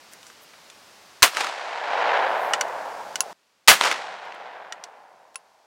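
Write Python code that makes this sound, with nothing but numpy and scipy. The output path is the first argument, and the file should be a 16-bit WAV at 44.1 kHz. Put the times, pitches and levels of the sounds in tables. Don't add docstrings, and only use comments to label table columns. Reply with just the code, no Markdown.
import sys
import numpy as np
from scipy import signal
from scipy.fft import rfft, irfft, next_fast_len
from scipy.io import wavfile

SR = 44100
rng = np.random.default_rng(int(sys.argv[2]) if len(sys.argv) > 2 else 0)


def int16_out(signal):
    q = np.round(np.clip(np.atleast_2d(signal).T, -1, 1) * 32767)
    wavfile.write(sys.argv[1], SR, q.astype(np.int16))


N = 249591
T = np.arange(N) / SR

# [t/s, crack level/dB, surge level/dB, surge t60/s, blast level/dB, blast t60/s,
# blast tilt/dB per octave, thump level/dB]
SHOT_EVENTS = [(1.222, -0.5, 4, 0.022, -4.5, 0.14, 0.8, -22.5), (3.6753, 1.5, 2, 0.033, 1, 0.19, 0.93, -48)]
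# [f/Hz, level/dB]
SNAP_COLOUR = [(100, -32), (600, -18.5), (1200, 4), (3000, 0.5), (7500, -1.5), (10000, -5.5),
               (12000, -15.5), (15000, -12)]


def undb(db):
    return 10 ** (np.asarray(db) / 20)


def fade(t, t60):
    return np.exp(-np.log(1000) * t / t60)


def add(out, s, x):
    i = int(s * SR)
    out[i:i + len(x)] += x[:N - i]


def colour(x, points, size=2048):
    hz, db = np.transpose(points)
    log_f = np.log(np.fft.rfftfreq(size, 1 / SR) + 1)
    log_gain = np.log(undb(np.interp(log_f, np.log(hz), db)))
    cepstrum = irfft(log_gain)[:size // 2]
    cepstrum[1:] *= 2
    response = irfft(np.exp(rfft(cepstrum, size)))[:size // 2]
    return signal.fftconvolve(x, response / np.linalg.norm(response))[:len(x)]


def dull(x, travel_s, loss_db, knee_hz, count=14):
    size = next_fast_len(len(x) + SR // 10)
    f = np.fft.rfftfreq(size, 1 / SR)
    spectrum = rfft(x, size)
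    centres = np.geomspace(knee_hz, SR / 2, count)
    out = 0
    for hz, pick in zip(centres, np.eye(count)):
        band = irfft(spectrum * np.interp(f, centres, pick), size)[:len(x)]
        khz_above_knee = (hz - knee_hz) / 1000
        out = out + band * undb(-loss_db * khz_above_knee * travel_s)
    return out


def burst(t, points, t60):
    envelope = fade(t, t60)
    x = colour(rng.standard_normal(len(t)) * envelope, points)
    return x * np.linalg.norm(envelope) / np.linalg.norm(x)


def splice(first, second, cut_s=0.0014):
    break_s = 3.331
    share = np.clip((break_s - T) / cut_s, 0, 1)
    return share * first + (1 - share) * second


def hiss():
    # [f/Hz, level/dB]
    hiss_colour = [(25, -29), (55, -19.5), (80, -8.5), (120, -8), (200, -2.5), (350, -2.5), (600, 2),
                   (950, 2), (1500, -0.5), (3600, -4), (4900, -3.5), (6500, -7.5), (10000, -14.5),
                   (15500, -21)]
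    # [level before/dB, level after recovery/dB, dip at the bang/dB]
    hiss_levels = [(-51, -48, 23.5), (-66.5, -65, 12.5)]
    recover_db_per_s = 21.5
    gains = []
    for (s, *_), (before_db, after_db, dip_db) in zip(SHOT_EVENTS, hiss_levels):
        dip = np.maximum(dip_db - recover_db_per_s * (T - s), 0)
        gains.append(undb(np.where(T < s, before_db, after_db - dip)))
    return colour(rng.standard_normal(N), hiss_colour, size=4096) * splice(*gains)


def swell_db(age, front_s, back_s, rise, fall):
    return -rise * np.maximum(front_s - age, 0) - fall * np.maximum(age - back_s, 0)


def scatter(age, db, points, per_s, spread_db, loss_db):
    arrivals = (rng.random(len(age)) < per_s / SR) * rng.standard_normal(len(age))
    count = len(age) // 256
    clumps = np.interp(age, np.linspace(0, age[-1], count), rng.standard_normal(count))
    arrivals = arrivals * undb(spread_db * clumps)
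    coloured = colour(arrivals / np.std(arrivals), points)
    return dull(coloured, age, loss_db, knee_hz=700) * undb(db)


def echo(shot_s, levels, bass):
    # [f/Hz, level/dB]
    tree_colour = [(40, -43), (100, -38), (200, -20.5), (500, -5), (1000, 1), (1500, -1), (2400, -3),
                   (5000, -5), (9000, -9), (15000, -19.5)]
    forest_colour = [(40, -60.5), (150, -45.5), (290, -23.5), (480, -7.5), (750, 1), (980, -0.5),
                     (1200, -6), (1600, -3.5), (2200, -7), (4000, -10.5), (8000, -17), (15000, -33.5)]
    # [f/Hz, level/dB]
    bass_colour = [(40, -24), (75, -20), (100, -6.5), (130, -8), (175, 2), (240, -0.5), (400, 1.5),
                   (900, -26)]
    tree_front_s, tree_back_s, tree_rise_db_per_s, tree_fall_db_per_s = 0.17, 0.19, 269, 123.5
    wood_fall_db_per_s = 19.5
    forest_delay_s = 0.9
    rumble_rise_db_per_s = 11

    tree_db, wood_db, far_db, rise, fall, air_db = levels
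    bass_s, bass_db, bass_fall = bass
    out, age = np.zeros(N), T[:5 * SR // 2]
    trees = tree_db + swell_db(age, tree_front_s, tree_back_s, tree_rise_db_per_s, tree_fall_db_per_s)
    wood = wood_db + swell_db(age, tree_back_s, tree_back_s, tree_rise_db_per_s, wood_fall_db_per_s)
    far = far_db + swell_db(age, forest_delay_s, forest_delay_s, rise, fall)
    forest = 20 * np.log10(np.hypot(undb(wood), undb(far)))
    low = bass_db + swell_db(age, bass_s, bass_s, rumble_rise_db_per_s, bass_fall)
    add(out, shot_s, scatter(age, trees, tree_colour, per_s=9800, spread_db=2.0, loss_db=7.5))
    add(out, shot_s, scatter(age, forest, forest_colour, per_s=7000, spread_db=0.75, loss_db=air_db))
    add(out, shot_s, scatter(age, low, bass_colour, per_s=4200, spread_db=0.3, loss_db=air_db))
    return out


def echoes():
    # [tree line level/dB, level of the wood behind it/dB,
    # far forest level/dB, its rise/dB per s, its fall/dB per s, treble lost/dB per kHz and s]
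    echo_levels = [(-21, -31.5, -16, 34, 17.5, 5), (-16.5, -31, -37.5, 6, 20, 5)]
    # [loudest t after the shot/s, level/dB, fall/dB per s]
    rumbles = [(1.1, -58.5, 2), (.25, -58.5, 14)]
    rolls = []
    for shot, levels, bass in zip(SHOT_EVENTS, echo_levels, rumbles):
        rolls.append(echo(shot[0], levels, bass))
    return splice(*rolls)


def rustles(grain_db=4.5):
    # [middle t/s, length/s, level/dB, centre f/Hz]
    brushes = [(0.132, .06, -49, 1700), (.26, 0.24, -59, 7040), (.43, .06, -55, 12000),
               (2.452, .26, -54, 12900), (2.684, .014, -51, 6240), (2.916, 0.14, -75, 12000),
               (4.254, .008, -62, 7550), (4.348, .01, -58, 8000)]
    out = np.zeros(N)
    for s, length, db, hz in brushes:
        swell = np.hanning(int(length * SR))
        sizes = undb(grain_db * rng.standard_normal(len(swell)))
        slips = rng.standard_normal(len(swell)) * sizes
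        brush_colour = [(hz / 4, -30), (hz, 0), (hz * 2, -14)]
        add(out, s - length / 2, undb(db) * swell * colour(slips / np.std(slips), brush_colour))
    return out


def ring(t, modes):
    out = 0
    for hz, db, t60 in modes:
        strike = rng.choice([-1, 1]) * undb(db + rng.standard_normal())
        out = out + strike * np.cos(2 * np.pi * hz * t) * fade(t, t60)
    return out


def action(narrow_db=4.0):
    # [t/s, snap level/dB, rattle level/dB, rattle t60/s, f the contact favours/Hz,
    # part that rings, ring level/dB]
    clicks = [(0.135, -33, -47, .008, 12000, "hinge", -55), (.2300, -44, -46, .02, 5000, "hinge", -55),
              (0.267, -54, -47, 0.11, 7000, "ejector", -54), (0.3, -46, -42.5, 0.03, 1600, "hinge", -55),
              (0.5347, -55, -42, 0.034, 1000, "hinge", -65), (0.6996, -42, -40, 0.032, 3940, "lock", -60),
              (2.5353, -18, -20, 0.062, 2600, "hinge", -20.5),
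              (2.6109, -25, -20.5, 0.031, 4030, "ejector", -23.5),
              (3.1567, -24, -24.5, 0.03, 5030, "ejector", -31),
              (3.2060, -5.5, -25.5, 0.06, 8000, "lock", -26), (4.3228, -29, -40, 0.016, 1490, "hinge", -62),
              (4.7241, -24.5, -33.5, 0.031, 3500, "hinge", -36),
              (4.8387, -45, -34, 0.033, 4400, "ejector", -42.5),
              (5.3448, -45.5, -50, .015, 6080, "lock", -73), (5.3571, -27, -35, 0.03, 5100, "lock", -36)]
    parts = {"hinge": [(1362, 2.5, 0.046), (1494, -11, .07), (1900, 5, 0.043), (2910, 4.5, 0.022),
             (5540, -17, .04), (5830, 5.5, 0.017), (6940, -7.5, .05), (8050, -2, 0.022)],
             "ejector": [(1492, 4.5, 0.04), (2084, 1, 0.037), (2940, 0, 0.047), (4460, -2, 0.048),
             (4850, -5.5, 0.029), (5860, 11, 0.016), (6840, 1, 0.025), (7440, -19.5, .04)],
             "lock": [(1057, 0, 0.066), (1376, 3.5, 0.021), (2700, 2, 0.04), (4430, 2.5, 0.02),
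             (5430, 0, 0.023), (7300, -7, 0.029), (8760, 4, 0.022), (9920, 1.5, .06), (10050, 5, 0.034),
             (10700, -5, .05)]}
    out, t = np.zeros(N), T[:SR // 5]
    for s, snap_db, rattle_db, t60, bright_hz, part, ring_db in clicks:
        contact = [(hz, db - narrow_db * np.log2(hz / bright_hz) ** 2) for hz, db in SNAP_COLOUR]
        snap = undb(snap_db) * burst(t, contact, 0.007)
        rattle = undb(rattle_db) * (burst(t, contact, t60) + undb(-20) * burst(t, contact, 0.12))
        add(out, s, snap + rattle + undb(ring_db) * ring(t, parts[part]))
    return out


def slaps():
    # [t/s, level/dB, t60/s]
    trunk_slaps = [(1.2780, -17, 0.0092), (1.37, -10, 0.0089), (1.4095, -21, 0.01), (1.4450, -18.5, 0.021),
                   (1.469, -20, 0.018), (3.7165, 1, 0.0043), (3.8116, -1.5, 0.0076), (3.8620, -15, .02),
                   (3.9139, -12, 0.019), (3.9260, -16.5, 0.012)]
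    # [f/Hz, level/dB]
    slap_colour = [(60, -41.5), (250, -13.5), (700, -6), (1300, 2), (3000, -5), (6000, -13.5), (10000, -26),
                   (15000, -33.5)]
    out, t = np.zeros(N), T[:SR // 16]
    for s, db, t60 in trunk_slaps:
        add(out, s, undb(db) * burst(t, slap_colour, t60))
    return out


def blasts(gap_s=0.0059, thump_hz=38):
    # [f/Hz, level/dB]
    blast_colour = [(30, -29.5), (110, -23), (190, -15), (380, -11), (650, -3), (1300, -1), (2800, -4),
                    (5500, -10), (9000, -13.5), (15000, -19.5)]
    # [f/Hz, level/dB]
    surge_colour = [(200, -25.5), (1200, -7.5), (2500, 0), (5500, -2), (9000, -14.5), (15000, -26.5)]
    out, t = np.zeros(N), T[:SR // 2]
    swell = np.minimum(t / 0.0018, 1) ** 2
    for s, crack_db, surge_db, surge_t60, db, t60, tilt_db, thump_db in SHOT_EVENTS:
        tilted = [(hz, level + tilt_db * np.log2(hz / 1300)) for hz, level in blast_colour]
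        scattered = burst(t, tilted, t60) + undb(-28) * burst(t, tilted, 0.32)
        add(out, s, undb(crack_db) * swell * burst(t, SNAP_COLOUR, 0.010))
        add(out, s + gap_s, undb(surge_db) * burst(t, surge_colour, surge_t60))
        add(out, s + gap_s, undb(db) * dull(scattered, t, loss_db=5.5, knee_hz=1500))
        add(out, s, undb(thump_db) * np.sin(2 * np.pi * thump_hz * t) * fade(t, 0.039))
    return out


def scene():
    return (hiss() + echoes() + rustles() + action() + slaps() + blasts())[None]


def record(dry):
    ceiling, top_hz = 0.92, 15800
    clipped = dry / (1 + (dry / ceiling) ** 4) ** (1 / 4)
    low_pass = signal.ellip(10, 0.1, 85, top_hz, fs=SR, output="sos")
    return signal.sosfilt(low_pass, clipped)


dry = scene()
out = record(dry)
int16_out(out)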